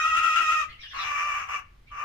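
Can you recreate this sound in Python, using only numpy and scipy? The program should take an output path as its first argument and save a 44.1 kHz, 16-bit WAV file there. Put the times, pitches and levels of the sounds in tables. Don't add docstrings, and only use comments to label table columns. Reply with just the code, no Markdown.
import sys
import numpy as np
from scipy import signal
from scipy.fft import rfft, irfft, next_fast_len
from scipy.io import wavfile
from scipy.ndimage import map_coordinates

SR = 44100
rng = np.random.default_rng(int(sys.argv[2]) if len(sys.argv) > 2 else 0)


def wav_record(signal):
    frames = np.transpose(np.atleast_2d(signal))
    bounded = np.clip(frames, -1, 1)
    quanta = np.round(bounded * 32767).astype(np.int16)
    wavfile.write(sys.argv[1], SR, quanta)


N = 90052

# t/s, f/Hz, level/dB, roughness, treble/dB
WHINE_CALL = [(0, 627, -27.5, 0.01, 7), (.03, 623.1, -40, 0.04, 12.5), (.04, 634, -22.5, 0.41, -1.5),
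              (.085, 635.2, -27, 0.4, 0.5), (.125, 637.1, -25, 0.08, -1), (.172, 634.6, -31, 1.03, 3.5),
              (.2, 637.7, -25, 0.41, -2), (.255, 634.2, -24.5, 0.8, 0), (.29, 631.2, -25.5, 0.28, 0),
              (.315, 625.2, -32.5, 0.33, 8.5), (.36, 636, -26, 0.78, 1), (.415, 636, -26.5, 0.77, -2),
              (.458, 622.3, -32, 0.13, 8), (.485, 632.5, -24, .25, 0.5), (.52, 629.8, -29, 0.83, 2.5),
              (.56, 623.2, -26, 0.16, 0.5), (.6, 619.5, -27, 0.16, 3), (.618, 591.2, -31, .45, 0.5),
              (.655, 585.4, -46.5, 0.7, 1.5)]
MOAN_CALLS = [
    [(.932, 545, -47.5, 1, -7), (.948, 554.8, -37, 0.804, -5), (1.05, 590.3, -35, 0.84, 2.5),
     (1.14, 582, -32.5, 0.3, -1), (1.19, 584.5, -34.5, 0.74, 3), (1.235, 588.6, -32, .3, -0.5),
     (1.32, 579.1, -34.5, 0.5, 2), (1.41, 563.1, -35.5, 0.79, 0), (1.475, 558, -46, 0.83, -6)],
    [(1.483, 560.7, -43, 0.99, -3), (1.488, 568.7, -32.5, .75, -3.5), (1.525, 575.4, -35, .7, -0.5),
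     (1.542, 581.1, -30, .4, -2), (1.575, 560.5, -39.5, 0.772, -1), (1.61, 561, -50, 0.61, -2.5)],
    [(1.905, 594, -61, 0.506, -16), (1.917, 591, -44, 0.51, -7.5), (1.962, 581.8, -44, 0.77, -3.5),
     (1.99, 595, -36.5, 0.42, -3.5), (2.05, 584.4, -34.5, .55, -8)],
]
# f/Hz, level/dB
WHINE_THROAT = [(300, -37.5), (630, -22.5), (850, -27.5), (1100, -2.5), (1270, -2.5), (1400, 19),
                (1600, -18), (1900, -12.5), (2550, -10.5), (3150, -23), (3800, -28.5), (4400, -38),
                (5600, -27.5), (7200, -32.5), (8500, -48.5), (11500, -47), (14500, -66)]
CRACK_THROAT = [(200, -30.5), (350, -21), (680, -25), (850, -15.5), (1040, -9.5), (1350, 1), (1700, -13),
                (2050, -17.5), (2700, -6), (3400, -21), (4400, -32), (5700, -27), (7300, -28.5),
                (8500, -47.5), (11500, -42.5), (14500, -58.5)]
WHINE_RASP = [(150, -22.5), (380, -13), (500, -23), (820, -16), (1100, -11.5), (1450, 0), (1700, -9),
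              (2750, 5), (3500, -15), (4500, -21.5), (5700, -14.5), (7400, -16.5), (8500, -28.5),
              (9300, -21.5), (12000, -34.5), (14500, -46.5)]
MOAN_THROAT = [(300, -47), (580, -17.5), (850, -23.5), (1170, 2), (1500, -12.5), (1760, -7.5), (2320, -1.5),
               (2900, -9.5), (3300, -20), (3900, -33), (5900, -24.5), (7300, -27), (8400, -41.5),
               (11800, -39.5), (14500, -59)]
MOAN_RASP = [(200, -40.5), (450, -19.5), (680, -3), (850, -6.5), (1150, 11), (1650, -4), (2200, 0.5),
             (2850, 4.5), (3300, -45), (3900, -30.5), (4900, -24.5), (5900, -10.5), (7400, -25.5),
             (8400, -38), (10000, -41), (12000, -29.5), (14500, -53)]
# f/Hz, level/dB
HEN_BALANCE = [(300, 4.5), (680, -4), (1200, 2), (1900, 4), (3200, 3), (5500, 6), (8700, 0), (13000, -7)]
# f/Hz, phase/rad
HEN_LEAD = [(10, -15), (600, 3), (1200, 5.5), (1400, 7), (1900, 7), (2500, 10), (3200, 11.5), (4300, 16.5),
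            (7000, 23.5), (14000, 50)]
# f/Hz, T60/s
YARD_T60 = [(200, 0.18), (1300, 0.41), (3000, 0.38), (6000, 0.28), (12000, 0.28)]
# f/Hz, level/dB
AIR_SPECTRUM = [(20, -3.5), (45, -0.5), (90, -4.5), (140, -14.5), (300, -24), (600, -30.5), (2000, -30.5),
                (5000, -39), (8000, -48), (14000, -49.5)]
# f/Hz, left-right correlation
AIR_COHERENCE = [(50, 1), (130, 1), (400, 0.2), (2000, .2)]
# t/s, length/s, start f/Hz, end f/Hz, level/dB
CHIRP_GLIDES = [(0.672, 0.03, 1900, 2170, -49.5), (0.689, 0.054, 3400, 2606, -54),
                (.69, 0.02, 4400, 4230, -59.5), (0.769, 0.052, 2150, 2482, -52.5),
                (0.791, .05, 5500, 4700, -55), (0.805, 0.059, 3800, 2685, -46),
                (0.826, 0.021, 1950, 1757, -48), (0.868, 0.053, 5600, 5050, -58),
                (0.892, 0.035, 3600, 3193, -47.5), (0.905, 0.023, 1700, 1855, -46),
                (0.931, .05, 4400, 3960, -52), (0.966, .055, 5300, 5140, -48),
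                (.975, 0.058, 4000, 3375, -41.5), (1.86, 0.028, 2100, 2620, -57),
                (1.879, 0.03, 3200, 2920, -64)]
# t/s, level/dB
SNAPS = [(.94, -52), (1.593, -47.5)]
HISS_DB, HISS = -13, [(500, -14), (1500, -2.5), (3000, 5), (5500, -5.5), (7000, -19.5), (12000, -23)]
SNAP_T60_S, SNAP_SPECTRUM = .008, [(500, -15), (3000, -4), (10000, -3), (14000, -8.5)]


def amp(db):
    return 10 ** (np.asarray(db) / 20)


def unit(x):
    return x / np.sqrt(np.mean(x ** 2) + 1e-20)


def along(points, hz):
    f, v = np.transpose(points)
    return np.interp(np.log(hz + 1), np.log(f + 1), v)


def wobble(rate_hz):
    return map_coordinates(rng.standard_normal(N // 8), [np.arange(N) * rate_hz / SR], mode="wrap")


def filtered(x, response):
    size = next_fast_len(N + SR // 4)
    return irfft(rfft(x, size) * response(np.fft.rfftfreq(size, 1 / SR)), size)[..., :N]


def coloured(x, spectrum):
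    return unit(filtered(x, lambda hz: amp(along(spectrum, hz))))


def phase_rad(hz):
    return 2 * np.pi * np.cumsum(hz) / SR


def brighten(sound, treble_db, corner_hz=1672):
    treble = filtered(sound, lambda hz: 1 - 1 / (1 + (hz / corner_hz) ** 10))
    return sound + treble * (amp(treble_db) - 1)


def controls(call):
    t = np.arange(N) / SR
    knots_s, *columns = np.transpose(call)
    pitch_hz, level_db, rough, treble_db = (np.interp(t, knots_s, c) for c in columns)
    gain = amp(level_db) * ((t >= knots_s[0]) & (t <= knots_s[-1]))
    return pitch_hz, gain, np.clip(rough, .01, 1), treble_db


def syrinx(pitch_hz, doubling):
    phase = phase_rad(pitch_hz)
    pulses = sum(np.cos(k * phase) for k in range(1, 26))
    return pulses * (1 + doubling * np.cos(phase / 2))


def rasp(pitch_hz, spectrum):
    return coloured(rng.standard_normal(N) * (1 + 0.9 * np.cos(phase_rad(pitch_hz))), spectrum)


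def whine(crack_ratio=1.07, crack_db=-1.5, crack_jitter=0.0407, waver=0.01987, lurch_db=3):
    pitch_hz, gain, rough, treble_db = controls(WHINE_CALL)
    clean_hz = pitch_hz * (1 + 0.0034 * wobble(70.36) + waver * rough * wobble(240))
    clean = coloured(syrinx(clean_hz, doubling=0), WHINE_THROAT)
    crack_hz = pitch_hz * crack_ratio * (1 + np.sqrt(rough) * crack_jitter * wobble(200))
    cracked = coloured(syrinx(crack_hz, doubling=0.63 * rough ** 2), CRACK_THROAT)
    share = np.clip(rough * (1 + 0.37 * wobble(110.3)), 0, 1)
    breath = amp(-9.5 + 13.5 * (rough - 1)) * rasp(pitch_hz, WHINE_RASP)
    sound = (1 - 0.9 * share) * clean + amp(crack_db) * share * cracked + breath
    lurch = amp(lurch_db * rough * wobble(129.63))
    return gain * lurch * brighten(sound, treble_db)


def fence(x, count=8, longest_s=.03):
    delays_s = longest_s * rng.uniform(0.10163, 1, (count, 2, 1))
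    return filtered(x, lambda hz: sum(np.exp(-2j * np.pi * hz * d) for d in delays_s) / np.sqrt(count))


def yard(x):
    hz, t, noise = signal.stft(rng.standard_normal((2, SR // 2)), SR, nperseg=256)
    decay = amp(-60 * t / along(YARD_T60, hz)[:, None])
    tail = signal.istft(noise * decay, SR, nperseg=256)[1]
    return signal.fftconvolve(x[None], tail / np.linalg.norm(tail[0]), axes=1)[:, :N]


def air(level_db=-56.5, flutter_db=2.4):
    def mid_side(hz):
        width_rad = np.arccos(np.clip(along(AIR_COHERENCE, hz), -1, 1)) / 2
        return amp(along(AIR_SPECTRUM, hz)) * [np.cos(width_rad), np.sin(width_rad)]

    mid, side = filtered(rng.standard_normal((2, N)), mid_side)
    return amp(level_db + flutter_db * wobble(8.18)) * unit(np.array([mid + side, mid - side]))


def birds(jitter=.06, jitter_hz=830):
    t, out = np.arange(N) / SR, np.zeros(N)
    for start_s, length_s, start_hz, end_hz, level_db in CHIRP_GLIDES:
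        progress = np.clip((t - start_s) / length_s, 0, 1)
        pitch_hz = (start_hz + (end_hz - start_hz) * progress) * (1 + jitter * wobble(jitter_hz))
        envelope = amp(level_db) * np.sqrt(8 * progress * (1 - progress))
        out += envelope * (np.sin(phase_rad(pitch_hz)) + amp(HISS_DB) * rasp(pitch_hz, HISS))
    return out


def moan(call, jitter=.075, shimmer=0.29, croak_hz=174.2, croak_depth=0.59):
    pitch_hz, gain, rough, treble_db = controls(call)
    croak_rad = phase_rad(croak_hz * (1 + .35 * wobble(110)))
    chop = np.exp(croak_depth * rough * np.cos(croak_rad))
    unsteady_hz = pitch_hz * (1 + 0.00302 * wobble(60) + jitter * rough ** 2 * wobble(300))
    pulses = syrinx(unsteady_hz, doubling=0.62 * rough * wobble(120))
    voiced = coloured(pulses * (1 + shimmer * rough * wobble(200)), MOAN_THROAT)
    breath = amp(1.5 + 5.5 * (rough - 1)) * rasp(pitch_hz, MOAN_RASP)
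    sound = unit(chop * ((1.3 - 0.53 * rough) * voiced + breath))
    return gain * brighten(sound, treble_db)


def straw():
    t = np.arange(N) / SR
    envelope = sum(amp(level_db - 60 * np.clip((t - start_s) / SNAP_T60_S, 0, 2)) * (t >= start_s)
                   for start_s, level_db in SNAPS)
    return envelope * coloured(rng.standard_normal((2, N)), SNAP_SPECTRUM)


def scene(hen_fence_db=2, hen_yard_db=-7.5, birds_yard_db=1, birds_left_db=2.3):
    sides = np.array([[.5], [-.5]])
    hen = whine() + sum(moan(call) for call in MOAN_CALLS)
    chirps = birds()
    direct = filtered(hen, lambda hz: np.exp(1j * sides * along(HEN_LEAD, hz)))
    near = direct + amp(hen_fence_db) * fence(hen) + amp(hen_yard_db) * yard(hen)
    near = filtered(near, lambda hz: amp(sides * along(HEN_BALANCE, hz)))
    far = amp(sides * birds_left_db) * (fence(chirps) + amp(birds_yard_db) * yard(chirps))
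    return near + far + straw() + air()


def record(dry):
    return filtered(dry, lambda hz: hz < 15000)


dry = scene()
out = record(dry)
wav_record(out)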